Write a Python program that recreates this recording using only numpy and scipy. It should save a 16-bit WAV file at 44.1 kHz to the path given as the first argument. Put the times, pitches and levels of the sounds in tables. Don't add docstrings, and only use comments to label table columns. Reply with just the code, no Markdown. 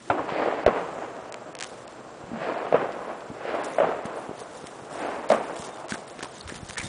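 import sys
import numpy as np
from scipy import signal
from scipy.fft import rfft, irfft, next_fast_len
from scipy.io import wavfile
from scipy.ndimage import uniform_filter1d, minimum_filter1d

SR = 44100
rng = np.random.default_rng(int(sys.argv[2]) if len(sys.argv) > 2 else 0)


def generate_wav(signal):
    frames = np.transpose(np.atleast_2d(signal))
    scaled = np.clip(frames, -1, 1) * 32767
    pcm = np.round(scaled).astype(np.int16)
    wavfile.write(sys.argv[1], SR, pcm)


def makeup_ratio(level_db):
    decades = np.asarray(level_db, float) / 20
    return 10 ** decades


N = 303620


def rms_one(x):
    return x / np.sqrt(np.mean(x ** 2) + 1e-20)


def colour(x, spectrum):
    size = next_fast_len(N + 8192)
    hz, level_db = np.transpose(spectrum)
    log_hz = np.log(np.fft.rfftfreq(size, 1 / SR) + 1)
    log_gain = np.interp(log_hz, np.log(hz), level_db) * np.log(10) / 20
    cepstrum = irfft(log_gain, size)
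    cepstrum[1:size // 2] *= 2
    cepstrum[size // 2 + 1:] = 0
    response = np.exp(rfft(cepstrum))
    return rms_one(irfft(rfft(x, size) * response, size)[:N])


def band(x, low_hz, high_hz):
    return signal.sosfilt(signal.butter(2, [low_hz, high_hz], "band", fs=SR, output="sos"), x + 1e-18)


def lowpass(x, top_hz):
    return signal.sosfilt(signal.butter(6, top_hz, fs=SR, output="sos"), x)


def narrow(hz, width_hz):
    return rms_one(band(rng.standard_normal(N), hz - width_hz / 2, hz + width_hz / 2))


def drift(rate_hz):
    r = np.exp(-2 * np.pi * rate_hz / SR)
    return rms_one(signal.lfilter([1], [1, -2 * r, r * r], rng.standard_normal(N + SR))[SR:])


def grains(per_s, spread_db):
    sizes = makeup_ratio(spread_db * np.minimum(rng.exponential(1, N), 4)) * rng.choice([-1, 1], N)
    return sizes * (rng.random(N) < per_s / SR)


def add(out, s, sound):
    at = int(s * SR)
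    out[at:at + len(sound)] += sound[:N - at]


def thump(hz, t60, rise_s, order=1):
    t = np.arange(6000) / SR
    swell = (1 - np.exp(-t / rise_s)) ** 2
    wave = -np.sin(2 * np.pi * hz * t) * swell * makeup_ratio(-60 * (t / t60) ** order)
    wave = band(wave, hz / 4, min(hz * 5, 9000))
    return wave / np.abs(wave).max()


def swells(rows, floor_db=-120):
    t = np.arange(0, N + 32, 32) / SR
    s, level_db, rise, fall = (c[:, None] for c in np.transpose(rows))
    away = np.where(t < s, (s - t) / np.abs(rise), (t - s) / np.abs(fall))
    power = np.sum(makeup_ratio(level_db - 20 * away) ** 2, axis=0) + makeup_ratio(floor_db) ** 2
    return np.interp(np.arange(N) / SR, t, np.sqrt(power))


# (frequency [Hz], density [dB per Hz])
AIR_SPECTRUM = [(15, -50), (25, -25), (93, -24.5), (225, 5), (600, -2.5), (1400, -6), (2300, -12),
                (4100, -17), (7700, -19), (9600, -24.5), (10300, -41.5), (13500, -76)]
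# (frequency [Hz], width [Hz], level [dB])
MACHINERY = [(63, 32, -67.5), (126.5, 31, -59)]


def town():
    air = makeup_ratio(-48 + .9 * drift(24)) * colour(rng.standard_normal(N), AIR_SPECTRUM)
    return air + sum(makeup_ratio(level_db) * narrow(hz, width_hz) for hz, width_hz, level_db in MACHINERY)


# (frequency [Hz], level [dB])
STEADY_SINGERS = [(7590, 3), (7560, -1)]


def far_chorus():
    t = np.arange(N) / SR
    haze = narrow(7578, 110)
    singers = sum(makeup_ratio(line_db) * np.sin(2 * np.pi * hz * t + .7 * drift(2)) for hz, line_db in STEADY_SINGERS)
    fade_db = 4.7 * np.clip(t - 4.8, 0, 2)
    return makeup_ratio(-72 + 0.48 * drift(3.2) - fade_db) * (haze + singers)


# (loudest time [s], level [dB], rise [s], fall [s])
HIGH_SINGER = [
    (3.0, -71, .8, 2.7),
    (3.72, -57, .15, .12),
    (4.17, -59, .03, 0.15),
    (4.9, -72, 2.1, 2.5),
]
# (time [s], length [s], level [dB], frequency [Hz])
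NEAR_CHIRPS = [
    (5.715, .044, -52.5, 3645),
    (5.715, .044, -66, 8330),
    (6.838, .038, -41, 3645),
    (6.826, .036, -45, 8330),
]


def near_insects():
    out = swells(HIGH_SINGER) * makeup_ratio(3 * drift(13)) * narrow(9800, 500)
    for s, length, level_db, hz in NEAR_CHIRPS:
        t = np.arange(int(length * SR)) / SR
        envelope = np.sqrt(np.sin(np.pi * t / length))
        add(out, s, makeup_ratio(level_db) * envelope * np.sin(2 * np.pi * hz * t))
    return out


# (time [s], level [dB])
HANDLING = [(6.4, -69), (6.452, -54), (6.562, -45), (6.638, -50), (6.756, -53), (6.778, -39), (6.85, -46),
            (6.88, -43)]


def handling():
    s, level_db = np.transpose(HANDLING)
    gain = makeup_ratio(np.interp(np.arange(N) / SR, s, level_db, -120, -120))
    return gain * rms_one(band(grains(110, 3.0), 25, 200))


# (time [s], peak level [dB], frequency [Hz], t60 [s])
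HEELS = [(1.341, -39, 352, 0.021), (1.7161, -27.5, 510, 0.008), (2.237, -33, 150, 0.01),
         (2.315, -25, 262, 0.022), (2.331, -23.5, 227, 0.12), (3.3, -28, 210, 0.021),
         (3.314, -29.5, 260, 0.033), (4.053, -24, 216, 0.032), (4.2923, -20, 370, 0.0055),
         (4.311, -23.5, 394, 0.016), (4.641, -25, 304, 0.0026), (4.817, -38.5, 137, 0.093),
         (5.182, -38, 246, 0.061), (5.596, -28.5, 201, 0.018), (5.9197, -21.5, 221, 0.038),
         (5.9212, -18.5, 1550, 0.014), (5.9397, -26, 325, 0.014), (5.9565, -25, 840, 0.011),
         (6.191, -29, 400, 0.015), (6.207, -25, 1500, 0.0052), (6.2272, -26, 337, 0.011),
         (6.233, -22, 1050, 0.0038), (6.242, -26, 450, 0.0037), (6.256, -26.5, 980, 0.013),
         (6.452, -34.5, 85, 0.14), (6.522, -26, 313, 0.011), (6.629, -26.5, 121, 0.013),
         (6.695, -35, 100, 0.025), (6.842, -29, 165, 0.022), (6.850, -33, 110, 0.025)]
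# (time [s], peak level [dB], frequency [Hz], t60 [s])
KICKED_PEBBLE = [
    (6.4093, -31, 4350, .012),
    (6.4097, -35, 3750, .01),
    (6.428, -40, 4300, .014),
]
# (frequency [Hz], density [dB per Hz])
GRIT_SPECTRUM = [(1530, -41), (2600, -10.5), (3700, -10), (3970, -14), (6320, -11.5), (7690, -13),
                 (8390, -12), (9760, -10.5), (10400, -24.5), (13500, -52), (22000, -120)]
# (loudest time [s], hiss level [dB], rise [s], fall [s])
BRUSHES = [(.19, -68, .03, .15), (1.652, -46.5, 0.011, 0.081), (1.69, -49, .02, 0.1),
           (1.79, -58, 0.05, 0.13), (1.92, -61.5, 0.19, 0.062), (3.55, -57, .02, .045),
           (3.646, -40.5, 0.029, 0.065), (3.746, -46.5, 0.09, 0.11), (3.972, -70, .08, .015),
           (4.06, -47.5, 0.035, 0.013), (4.17, -53, 0.026, 0.19), (4.394, -45, 0.036, 0.08),
           (4.578, -53, 0.28, 0.055), (4.69, -57, 0.0079, 0.7), (4.854, -60, 0.12, 0.069),
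           (4.924, -45.5, 0.03, 0.39), (5.03, -52, 0.087, 0.074), (5.34, -47, 0.0072, 0.094),
           (5.444, -51, 0.075, 0.16), (5.57, -46, 0.024, 0.36), (5.66, -44, 0.24, 0.03),
           (5.68, -57, 0.022, 0.39), (6.078, -46, .01, 0.12), (6.37, -45.5, 0.14, 0.13),
           (6.69, -43, 0.051, 0.12), (6.848, -60, 0.052, 0.014)]
# (loudest time [s], hiss level [dB], rise [s], fall [s])
HEAVY_DRAGS = [(.12, -57.5, 4.5, 0.05), (.77, -64, 0.13, 1.5), (1.1, -70, 1.2, 0.035),
               (4.67, -47.5, 0.11, 0.031), (5.29, -38, 0.0036, 0.063), (5.322, -33.5, 0.015, 0.0056),
               (5.895, -39.5, 0.0086, 0.13), (6.234, -41, 0.045, 0.01), (6.245, -47.5, 0.07, 0.068),
               (6.476, -46.5, 0.0041, 0.28), (6.564, -43, 0.11, 0.037), (6.774, -45, .004, .02),
               (6.781, -32, .004, 0.018), (6.8, -41.5, .02, 0.025), (6.84, -40, 0.12, 0.1)]
# (loudest time [s], level [dB], rise [s], fall [s], frequency [Hz])
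STONE_GRINDS = [(5.9, -44.5, 0.018, .02, 1740), (5.942, -35, 0.0046, 0.028, 1470),
                (6.212, -41, .01, .03, 1520), (6.495, -39, 0.014, 0.05, 1800),
                (6.773, -25.5, 0.0056, 0.018, 1760), (6.781, -42, 0.0067, .015, 2060),
                (6.801, -28.5, 0.02, .025, 2020), (6.828, -48, 0.027, .03, 1900)]
# (loudest time [s], level [dB], rise [s],
# fall [s])
COARSE_CRUNCHES = [(.297, -33, 0.014, 0.029), (1.62, -48, 0.055, 0.093), (4.07, -50.5, .02, 0.062),
                   (6.215, -48, 0.11, 0.059), (6.49, -51, 0.011, 0.12)]


def footsteps():
    out = np.zeros(N)
    for s, peak_db, hz, t60 in [*HEELS, *KICKED_PEBBLE]:
        add(out, s, makeup_ratio(peak_db) * thump(hz, t60, .0004))
    grit = grains(1500 * makeup_ratio(5.0 * drift(60)), 2.1) + 0.1 * rng.standard_normal(N)
    hiss = colour(grit, GRIT_SPECTRUM)
    rasp = rms_one(band(grit, 580, 3100))
    for strokes, rasp_db in (BRUSHES, -5), (HEAVY_DRAGS, 1.5):
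        out += swells(strokes) * (hiss + makeup_ratio(rasp_db) * rasp)
    chips = grains(1200, 4.0)
    spread = 1.14
    for *stroke, hz in STONE_GRINDS:
        out += swells([stroke]) * rms_one(band(chips, hz / spread, hz * spread))
    gravel = rms_one(band(band(grains(410, 2.4), 1100, 3200), 1000, 5500))
    return out + swells(COARSE_CRUNCHES) * gravel


# (time [s], peak level [dB], weight below 2 kHz [dB])
SHARP_STONES = [(1.1653, -43, 3), (1.3229, -28, -10), (1.3418, -29, -1), (1.5509, -27, -9),
                (1.5878, -27, -14), (1.5998, -28, -5), (1.6072, -21, -12), (1.6127, -28, -2),
                (1.6248, -20, -6), (1.6348, -24, -13), (1.6376, -29, -8), (1.6425, -25, -9),
                (1.6514, -38, -2), (1.8776, -34, -9), (1.9224, -42, -3), (4.6693, -31, -7),
                (5.5582, -37, -3), (5.5647, -35, -4), (5.6214, -32, -7), (5.7712, -39, -4),
                (5.8825, -33, -8), (5.9028, -35, -4), (5.909, -34, -4), (5.9204, -27, 0), (5.9408, -37, -2),
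                (5.9564, -38, 3), (6.0766, -37, -8), (6.0985, -37, -9), (6.191, -36, 0), (6.2267, -29, -2),
                (6.2295, -29, -2), (6.2444, -34, 2), (6.3684, -36, -10), (6.4762, -33, -1),
                (6.4905, -36, 4), (6.4955, -36, 4), (6.543, -40, 4), (6.6977, -29, -7), (6.7074, -32, 2),
                (6.7555, -39, 4), (6.7735, -31, -2), (6.7795, -28, -4), (6.8012, -33, -2),
                (6.8035, -34, -2)]
# (time [s], peak level [dB], weight below 2 kHz [dB])
BLUNT_STONES = [(1.5675, -38, -6), (2.9208, -34, -8), (2.9274, -38, -2), (3.2061, -39, -5),
                (4.0547, -33, -2)]


def snaps():
    out, t = np.zeros(N), np.arange(600) / SR
    # weight above 6 kHz [dB], highest frequency [Hz]
    stones = [(*row, -8, 10000) for row in SHARP_STONES] + [(*row, -30, 5700) for row in BLUNT_STONES]
    fuzzes = rng.standard_normal((len(stones), 600))
    for (s, peak_db, heavy_db, fine_db, top_hz), noise in zip(stones, fuzzes):
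        fuzz = .07 * noise * np.exp(-np.abs(t - .002) / .0012)
        click = lowpass(fuzz + (t == t[88]), top_hz)
        parts = band(click, 2300, 6000), band(click, 800, 2300), band(click, 6000, 10000)
        sharp, heavy, fine = (part / np.abs(part).max() for part in parts)
        stone = sharp - makeup_ratio(heavy_db + 5) * heavy - makeup_ratio(fine_db + 6) * fine
        add(out, s - .0009, makeup_ratio(peak_db + 1) * stone)
    return out


# (loudest time [s], level [dB], rise [s], fall [s])
SPENT_FIZZ = [
    (1.0, -60, 0.86, .3),
]


def fizz():
    return swells(SPENT_FIZZ) * narrow(6800, 1700)


# (time [s], climb to loudest [s], rush level [dB], jet level [dB], lift-off boom level [dB])
LIFT_OFFS = [
    (.26, 0.14, -28.5, -36.5, -43),
    (2.36, 0.11, -30, -39.5, -39),
    (3.40, 0.13, -30.5, -39, -54.5),
    (4.93, 0.12, -30.5, -40.5, -50),
]
# (time [s], roll level [dB], boom level [dB], far-wall echo level [dB], highest surviving frequency [Hz])
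STREET_BLASTS = [
    (0.103, -34, -51, -45, 3670),
    (.68, -31, -33, -36, 9800),
    (2.74, -33, -36.5, -35.5, 4170),
    (3.799, -31.5, -40, -41, 3750),
    (5.32, -33.5, -43, -40.5, 9500),
]


def street_swells():
    body, top, boom = [], [], []
    for s, climb, rush_db, jet_db, boom_db in LIFT_OFFS:
        body.append((s + climb, rush_db, 0.22, 0.68))
        top.append((s + 0.71 * climb, jet_db, 0.15, 0.64))
        boom.append((s, boom_db, 0.13, 0.25))
    jet = list(top)
    gather_s, rise_s, bright_db = 0.056, 0.063, -12
    for s, roll_db, boom_db, far_db, _ in STREET_BLASTS:
        full, late, near = s + gather_s, s + 0.353, s + 0.082
        linger_db, near_db = roll_db - 8.5, roll_db - 0.5
        body += [(full, roll_db, rise_s, 0.54), (full, linger_db, rise_s, 2.7),
                 (late, far_db, 0.1, 0.18), (near, near_db, 0.037, 0.13)]
        top += [(full, roll_db + bright_db, rise_s, 0.43), (full, linger_db - 15.5, rise_s, 2.7),
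                (late, far_db + bright_db, 0.1, 0.18), (near, near_db + bright_db, 0.037, 0.13)]
        boom.append((s, boom_db, rise_s, 0.29))
    woken = STREET_BLASTS[0][0] + gather_s
    murmurs = (body, -51.5), (top, -66), (boom, -58), (jet, -120)
    return [swells(rows + [(woken, town_db, rise_s, 200)]) for rows, town_db in murmurs]


# (frequency [Hz], density [dB per Hz])
ROLL_BODY_SPECTRUM = [(150, -24.5), (250, -4), (323, -2), (398, -1.5), (432, 1), (688, 2), (915, -3.5),
                      (1070, -4), (1500, -10.5), (1950, -32.5), (3300, -120)]
ROLL_TOP_SPECTRUM = [(650, -17.5), (1100, -25), (1220, -18.5), (1570, 1), (1870, -1), (2770, -8),
                     (5500, -30), (7150, -51), (12100, -120)]
# (loudest time [s], level [dB], rise [s], fall [s])
ALLEY_DRONE = [
    (.13, -29.5, 0.056, 0.17),
    (.39, -37.5, 0.14, 0.18),
]


def roll():
    body_gain, top_gain, boom_gain, jet_gain = street_swells()
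    sparks = makeup_ratio(-18) * jet_gain * rms_one(band(grains(3700, 4.3), 4000, 5000))
    arrivals = grains(1300, 1.15) * makeup_ratio(0.35 * drift(35) + 1.1 * drift(18.6))
    body = makeup_ratio(2.0) * body_gain * colour(arrivals, ROLL_BODY_SPECTRUM)
    top = makeup_ratio(1.5) * top_gain * colour(arrivals + 0.5 * grains(5000, 2.1), ROLL_TOP_SPECTRUM)
    boom = makeup_ratio(-1.0) * boom_gain * rms_one(band(band(arrivals, 143, 238), 121, 310))
    return sparks + body + top + boom + swells(ALLEY_DRONE) * narrow(325, 64)


# (time [s], peak level [dB], ring [Hz], crack level [dB], ring t60 [s])
BURST_ARRIVALS = [(.0992, -13, 700, -17, .006), (.1009, -11, 800, -16, .011), (.1004, -16, 1440, -10, .009),
                  (.1051, -16, 800, -14, .01), (.1068, -16, 1300, -12, .01), (.1118, -18, 620, -14, .014),
                  (.6627, -2.5, 610, -17, .013), (.6771, -5.5, 450, -22, .015),
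                  (.6845, -15, 605, -23, .016), (2.7245, -6, 620, -21, .008), (2.7392, -11, 540, -25, .008),
                  (2.7418, -4.5, 520, -27, .019), (2.7505, -14, 600, -24, .03),
                  (3.7834, -9, 640, -15, .015), (3.8006, -8.5, 600, -20, .008),
                  (3.8040, -15, 580, -25, .02), (3.8167, -12, 620, -24, .02), (3.8308, -14, 600, -25, .015),
                  (3.8405, -15, 680, -22, .015), (5.3000, -17, 900, -10, .006),
                  (5.3014, -6, 620, -16, .022), (5.3159, -8, 700, -14, .009),
                  (5.3197, -5.5, 570, -21, .014), (5.3268, -14, 600, -25, .014),
                  (5.3375, -20, 620, -16, .02)]
# (time [s], peak level [dB], ring [Hz])
CLEAR_RETURNS = [(.1505, -20, 650), (.192, -20, 1050), (0.292, -18, 1020), (0.361, -15, 595),
                 (.4265, -16, 600), (0.4598, -11, 600), (0.4765, -12, 480), (.485, -15, 600),
                 (0.525, -15, 700), (1.022, -23, 740), (2.485, -18, 487), (2.52, -18, 563),
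                 (2.572, -20, 703), (2.799, -18, 476), (2.826, -16, 425), (2.891, -20, 528),
                 (3.079, -21, 608), (3.367, -29, 606), (3.452, -21, 557), (3.49, -20, 571),
                 (3.541, -14, 560), (3.55, -16, 619), (3.589, -21, 568), (3.847, -17, 401),
                 (3.871, -17, 487), (3.889, -17, 447), (3.915, -19, 659), (3.934, -19, 670),
                 (4.158, -25, 673), (4.927, -28, 659), (4.955, -21, 670), (5.0, -26, 799),
                 (5.047, -20, 541), (5.409, -19, 713)]
# (time [s], peak level [dB], frequency [Hz], t60 [s])
PRESSURE_PUSHES = [
    (.1, -28, 108, 0.09),
    (0.661, -18, 33, 0.016),
    (.19, -41, 103, 0.072),
    (.32, -27.5, 200, 0.019),
    (5.305, -23.5, 218, 0.28),
]


def bursts():
    out, struck = np.zeros(N), np.zeros(N)
    t = np.arange(6000) / SR
    cracks = rng.standard_normal((len(BURST_ARRIVALS), 6000))
    for (s, peak_db, hz, crack_db, t60), noise in zip(BURST_ARRIVALS, cracks):
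        puff = noise * makeup_ratio(-60 * t / 0.031) * (1 - np.exp(-t / 0.0001))
        crack = band(band(band(puff, 640, 2230), 680, 5600), 500, 4800)
        crack += makeup_ratio(crack_db - 6) * band(puff, 2700, 7900)
        top_hz = min(STREET_BLASTS, key=lambda blast: abs(blast[0] - s))[4]
        pulse = thump(hz, t60, .0007, order=2) + makeup_ratio(crack_db + 12.5) * crack
        add(out, s, makeup_ratio(peak_db) * lowpass(pulse, top_hz))
        add(struck, s + 0.0013, makeup_ratio(peak_db) * np.ones(1))
    for s, peak_db, hz in CLEAR_RETURNS:
        add(out, s, makeup_ratio(peak_db - 1.5) * thump(hz, 0.023, 0.00026))
    for s, peak_db, hz, t60 in PRESSURE_PUSHES:
        add(out, s, makeup_ratio(peak_db) * thump(hz, t60, 0.0011))
    fade = makeup_ratio(-60 / (.22 * SR))
    trail = uniform_filter1d(signal.lfilter([1], [1, -fade], struck + 1e-18), size=300)
    returns = grains(2200, 3.0)
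    scatter = makeup_ratio(-22) * colour(returns, ROLL_BODY_SPECTRUM)
    scatter += makeup_ratio(-30) * rms_one(band(returns, 890, 1380))
    scatter += makeup_ratio(-35.5) * colour(returns, ROLL_TOP_SPECTRUM)
    return out + trail * scatter


def scene():
    background = town() + far_chorus() + near_insects() + handling()
    walker = footsteps() + snaps()
    rockets = fizz() + roll() + bursts()
    return (background + walker + rockets)[None]


def thin_treble(x):
    hz, s, cells = signal.stft(x, SR, nperseg=256)
    sharp_db = 10 * np.log10(np.mean(np.abs(cells[0, hz > 4000]) ** 2, axis=0) + 1e-18)
    jump_db = -minimum_filter1d(-sharp_db, size=12, origin=-2) - sharp_db
    least_jump_db = 12
    low_hz = np.maximum(6000 - 400 * (jump_db - least_jump_db), 3000)
    keep = np.where((jump_db > least_jump_db) & (hz[:, None] > low_hz), .04, 1)
    treble = uniform_filter1d(np.abs(cells[0, hz > 5000]).mean(axis=0), size=25)
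    odds = np.where(treble > 1.5 * np.median(treble), 0.25, 0.06)[::4]
    lost = rng.random((len(hz) // 5 + 1, len(odds))) < odds
    lost = np.kron(lost, np.ones((5, 4)))[:len(hz), :len(s)]
    lost = lost * (hz[:, None] > 4300) * (sharp_db < np.median(sharp_db) + 14)
    return signal.istft(cells * keep * (1 - .98 * lost), SR, nperseg=256)[1][..., :N]


def low_pass(x):
    return signal.sosfilt(signal.butter(12, 11330, fs=SR, output="sos"), x)


def record(dry):
    heard = signal.sosfilt(signal.butter(2, 45, "high", fs=SR, output="sos"), dry)
    soft = 1.147 * np.tanh(heard / 1.26)
    cut = signal.sosfilt(signal.cheby2(30, 50, 10260, fs=SR, output="sos"), soft)
    mix = thin_treble(cut)
    return low_pass(mix)


dry = scene()
out = record(dry)
generate_wav(out)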